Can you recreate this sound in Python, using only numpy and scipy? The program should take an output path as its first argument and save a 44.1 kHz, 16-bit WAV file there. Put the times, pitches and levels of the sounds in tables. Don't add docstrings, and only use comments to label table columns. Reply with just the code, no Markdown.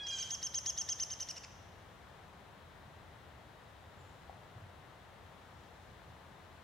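import sys
import numpy as np
from scipy import signal
from scipy.fft import rfft, irfft
from scipy.io import wavfile

SR = 44100
rng = np.random.default_rng(int(sys.argv[2]) if len(sys.argv) > 2 else 0)


def transcribe(signal):
    frames = np.atleast_2d(signal).T
    limited = np.clip(frames, -1, 1)
    pcm = np.round(limited * 32767).astype(np.int16)
    wavfile.write(sys.argv[1], SR, pcm)


N = 292383
TIME = np.arange(N) / SR
BIN_HZ = np.fft.rfftfreq(N, 1 / SR)


# middle_s, top_hz, drive_db
TRILL_NOTES = [(0.092, 3155, -43), (.209, 3236, -38.5), (.329, 3293, -35.5), (0.4505, 3230, -36),
               (0.5675, 3270, -34.5), (.684, 3327, -33.5), (.798, 3274, -34.5), (0.9113, 3270, -33.5),
               (1.0187, 3200, -33), (1.1219, 3185, -38.5), (1.2169, 3135, -37.5), (1.301, 2986, -39.5),
               (1.374, 2900, -45.5), (1.4421, 2713, -52.5)]
# frequency_hz, gain_db
THROAT_RESPONSE = [(1000, -22), (1900, -14), (2650, -22), (3200, -17), (4100, -12.5), (4700, -4),
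                   (5400, -1.5), (6400, -3.5), (7200, -11.5), (8200, -28), (9400, -32), (10000, -36),
                   (10900, -30.5), (12900, -42.5), (14500, -30)]

def trill(sag=.155, end_sag=.076, leap=.55, leap_s=.00085, jitter=.0031, ramp_s=.001, edge_db=1.0,
          flutter_db=1.5, shimmer_db=3.0, crackle_s=.0073, soft_db=-34.5):
    waver, flutter, grit, shimmer = drift(800), drift(120), drift(1230), drift(240)
    membrane = np.zeros(N)
    for middle_s, top_hz, drive_db in TRILL_NOTES:
        length_s = note_length(middle_s)
        near = np.abs(TIME - middle_s) < .75 * length_s
        t = TIME[near] - middle_s
        arch = t / (length_s / 2)
        since_s, until_s = t + length_s / 2, length_s / 2 - t
        tension = -sag * arch ** 2 - end_sag * np.maximum(arch, 0) ** 8 - leap * step(-since_s / leap_s - 1)
        phase = phase_of(top_hz * np.exp(tension + jitter * waver[near]))
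        push = from_db(drive_db + edge_db * arch ** 2 + flutter_db * flutter[near])
        gate = step(since_s / ramp_s) * step(until_s / ramp_s)
        rough = .056 + .53 * np.exp(-np.abs(since_s) / crackle_s)
        rough += .22 * np.exp(-np.abs(until_s) / crackle_s)
        hold_db = max(soft_db - drive_db, 0)
        fundamental = from_db(hold_db) * np.sin(phase)
        upper = sum(np.sin(k * phase + .23 * grit[near]) for k in (3, 4))
        upper *= from_db(shimmer_db * shimmer[near] + .38 * hold_db)
        tone = fundamental + np.sin(2 * phase) + upper
        membrane[near] += np.sqrt(2) * push * gate * (1 + rough * grit[near]) * tone
    return irfft(rfft(membrane) * from_db(at_hz(THROAT_RESPONSE, BIN_HZ)), N)


def note_length(middle_s, full_s=.046, spent_s=1.56, tiring=4.4):
    return full_s * max(1 - (middle_s / spent_s) ** tiring, .1)


def rasps(gain_db=-19, lead_s=.0029, width_s=.00603, slack_hz=1900, jitter=.1077, tighten=.1524,
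          hiss_db=-10):
    gate, tension = np.zeros(N), np.zeros(N)
    for middle_s, _, drive_db in TRILL_NOTES:
        rasp_s = middle_s - note_length(middle_s) / 2 - lead_s
        gate += from_db(drive_db) * bump(rasp_s, width_s)
        tension += tighten * (TIME - rasp_s) / (2 * width_s) * bump(rasp_s, 2 * width_s)
    phase = phase_of(slack_hz * (1 + tension + jitter * drift(733)))
    rattle = sum(from_db(db) * np.sin(k * phase) for k, db in enumerate([-2.5, 2, -27, -22, -18], 1))
    hiss = from_db(hiss_db) * band_noise(3000, 11500)
    return from_db(gain_db) * gate * (rms_one(rattle) + hiss)


# harmonic, relative_db
WAIL_HARMONICS = [(2, -20), (3, -25), (4, 0), (5, -26), (6, -24.5), (7, -28), (8, -30), (9, -33), (10, -37),
                  (11, -49), (12, -47)]

def wail(start_hz=832, held_hz=807, slide_s=.07, jitter=.016, base_db=-45.5, swell_db=6.5,
         break_s=.157, drop_hz=28.17, loss_db=4.5, end_s=.29, release_s=.017, hiss_db=-11,
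         shut_hz=5800, open_hz=6280, resonance_db=12, width_hz=330, flicker_db=5.0, spread_db=4):
    t = TIME[:SR // 2]
    broken = step((t - break_s) / .0059)
    pitch_hz = held_hz + (start_hz - held_hz) * np.exp(-(t / slide_s) ** 2) - drop_hz * broken
    rough = .12 + 1.01 * broken
    phase = phase_of(pitch_hz * (1 + jitter * rough * drift(290, len(t))))
    strain_db_per_octave = np.interp(t, [0, .18], [-3, 8.5])
    resonance_hz = shut_hz + (open_hz - shut_hz) * step((t - .065) / .01)
    strongest = max(WAIL_HARMONICS, key=lambda row: row[1])[0]
    tone = np.zeros(len(t))
    for k, relative_db in WAIL_HARMONICS:
        lift_db = resonance_db * np.exp(-.5 * ((k * pitch_hz - resonance_hz) / width_hz) ** 2)
        lift_db += strain_db_per_octave * max(np.log2(k / strongest), 0)
        lift_db += (flicker_db * drift(21, len(t)) + spread_db * broken) * (k != strongest)
        tone += from_db(relative_db + lift_db) * np.sin(k * phase)
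    hiss = from_db(hiss_db) * rough * band_noise(1600, 6600)[:len(t)]
    level_db = base_db + swell_db * bump(middle_s=.128, width_s=.021)[:len(t)] - loss_db * broken
    envelope = from_db(level_db) * step((end_s - t) / release_s)
    return np.pad(envelope * (np.sqrt(2) * tone + hiss), (0, N - len(t)))


def echoes(x, wet_db, t60_s, build_s):
    t = TIME[:SR]
    shared, left, right = rng.standard_normal((3, len(t)))
    envelope = from_db(-60 * t / t60_s) * (1 - np.exp(-t / build_s))
    response = (np.array([left, right]) + shared) * envelope
    response /= np.sqrt(np.sum(response ** 2) / 2)
    return from_db(wet_db) * signal.fftconvolve(x[None], response, axes=1)[:, :N]


def far_shore(x, cutoff_hz=3900):
    dull = signal.sosfilt(signal.butter(8, cutoff_hz, fs=SR, output="sos"), x)
    return echoes(dull, wet_db=-11.5, t60_s=1.9, build_s=.03)


def sheen(x, cutoff_hz=8400):
    bright = signal.sosfilt(signal.butter(8, cutoff_hz, "high", fs=SR, output="sos"), x)
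    return echoes(bright, wet_db=-5, t60_s=.34, build_s=.002)


# start_s, pitch_hz, level_db, t60_s
BUBBLES = [(4.2954, 730, -35, 0.012), (4.3265, 830, -49, 0.019)]

def plops(rise_s=.0017, climb_per_s=3.0):
    out = np.zeros(N)
    for start_s, pitch_hz, level_db, t60_s in BUBBLES:
        t = np.clip(TIME - start_s, 0, .2)
        envelope = 2 * from_db(level_db - 60 * t / t60_s) * (1 - np.exp(-t / rise_s))
        out += envelope * np.sin(2 * np.pi * pitch_hz * t * (1 + climb_per_s * t))
    return out


# middle_s, length_s, top_hz, level_db
PEEP_NOTE = (4.003, .04, 7450, -72.5)

def peep(sag=.12, jitter=.022):
    middle_s, length_s, top_hz, level_db = PEEP_NOTE
    arch = np.clip((TIME - middle_s) / (length_s / 2), -2, 2)
    pitch_hz = top_hz * (1 - sag * (arch + 1) ** 2 / 4 + jitter * drift(300))
    return from_db(level_db) * np.exp(-arch ** 4) * np.sin(phase_of(pitch_hz))


# frequency_hz, relative_db
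SIGH_SPECTRUM = [(150, -33), (260, -5), (400, -3), (650, -1), (900, -1.34), (1250, -4.5), (1900, -7.5),
                 (2400, -13), (3300, -13.5), (3950, -15), (4600, -21.5), (6500, -25), (9000, -28.5),
                 (15500, -32)]
# frequency_hz, relative_db
RUMBLE_SPECTRUM = [(20, -45), (30, -31), (38, -9), (50, -8.5), (65, -3), (82, 1.5), (110, -3.5),
                   (160, -5.5), (230, -11.5), (330, -23), (600, -51.5)]
# middle_s, width_s, level_db
AIR_BUFFETS = [(4.572, 0.015, -50), (4.64, 0.028, -51.5)]

def wind(sigh_db=-59, rumble_db=-60, wander_db=.65):
    sigh = from_db(sigh_db) * open_air(SIGH_SPECTRUM)
    rumble = from_db(rumble_db + wander_db * drift(5)) * open_air(RUMBLE_SPECTRUM)
    push = sum(from_db(level_db) * bump(middle_s, width_s) for middle_s, width_s, level_db in AIR_BUFFETS)
    return sigh + rumble + push * band_noise(83, 109)


# frequency_hz, coherence
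EAR_COHERENCE = [(60, 1), (130, 0.8268), (290, 0.54), (640, 0.72), (1400, 0.47), (3100, 0.5), (6800, 0.32),
                 (15000, -0.15)]
# frequency_hz, left_minus_right_db
EAR_BALANCE = [(60, 1), (110, 0), (200, 2.5), (380, 3), (700, 5), (2400, 5), (4400, 3.5), (8100, 1.5),
               (15000, .5)]

def open_air(spectrum):
    mid, side = rfft(rng.standard_normal((2, N)))
    coherence = np.clip(at_hz(EAR_COHERENCE, BIN_HZ), 0, 1)
    ear_sign = np.array([[1], [-1]])
    pair = np.sqrt(1 + coherence) * mid + np.sqrt(1 - coherence) * side * ear_sign
    gain_db = at_hz(spectrum, BIN_HZ) + ear_sign * at_hz(EAR_BALANCE, BIN_HZ) / 2
    noise = irfft(pair * from_db(gain_db), N)
    return noise / np.std(noise.mean(axis=0))


# middle_s, level_db
BREEZE_STIRS = [(2.0, -83), (4.25, -83), (5.7, -80), (6.6, -86)]

def leaves(calm_db=-93, stir_s=.27, flicker_db=1.2, band_hz=(3800, 7500)):
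    flicker = from_db(flicker_db * drift(30))
    stirs = sum(from_db(level_db) * bump(middle_s, stir_s) for middle_s, level_db in BREEZE_STIRS)
    rustle = np.array([band_noise(*band_hz), band_noise(*band_hz)])
    return (from_db(calm_db) + stirs) * flicker * rustle


def place(x, pan_db, lag_ms):
    late = irfft(rfft(x) * np.exp(-2j * np.pi * BIN_HZ * lag_ms / 1000), N)
    return np.array([x * from_db(pan_db / 2), late * from_db(-pan_db / 2)])


def band_noise(low_hz, high_hz):
    band = signal.butter(2, [low_hz, high_hz], "band", fs=SR, output="sos")
    return rms_one(signal.sosfilt(band, rng.standard_normal(N)))


def drift(rate_hz, size=N):
    hz = np.fft.rfftfreq(size, 1 / SR)
    return rms_one(irfft(rfft(rng.standard_normal(size)) / (1 + (hz / rate_hz) ** 2), size))


def at_hz(points, hz):
    known_hz, values = np.transpose(points)
    return np.interp(np.log(np.maximum(hz, 1)), np.log(known_hz), values)


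def phase_of(pitch_hz):
    return 2 * np.pi * np.cumsum(pitch_hz) / SR


def bump(middle_s, width_s):
    return np.exp(-.5 * ((TIME - middle_s) / width_s) ** 2)


def step(x):
    return .5 + .5 * np.tanh(x / 2)


def from_db(db):
    return 10 ** (np.asarray(db) / 20)


def rms_one(x):
    return x / np.sqrt(np.mean(x ** 2) + 1e-20)


def scene():
    notes, cry, small_bird, bubbles = trill() + rasps(), wail(), peep(), plops()
    birds = place(notes, pan_db=.2, lag_ms=.017)
    birds += echoes(notes, wet_db=-10, t60_s=1.1, build_s=.002)
    birds += far_shore(notes) + sheen(notes)
    birds += echoes(notes, wet_db=-12, t60_s=.06, build_s=.001)
    birds += place(cry, pan_db=-2, lag_ms=.0018)
    birds += echoes(cry, wet_db=-5.5, t60_s=1.05, build_s=.015)
    birds += small_bird + echoes(small_bird, wet_db=4, t60_s=1.1, build_s=.0176)
    water = place(bubbles, pan_db=9.5, lag_ms=.02) + echoes(bubbles, wet_db=-3, t60_s=.81, build_s=.002)
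    return birds + water + wind() + leaves()


def record(dry, cutoff_hz=15800):
    return signal.sosfilt(signal.ellip(12, .1, 80, cutoff_hz, fs=SR, output="sos"), dry)


dry = scene()
out = record(dry)
transcribe(out)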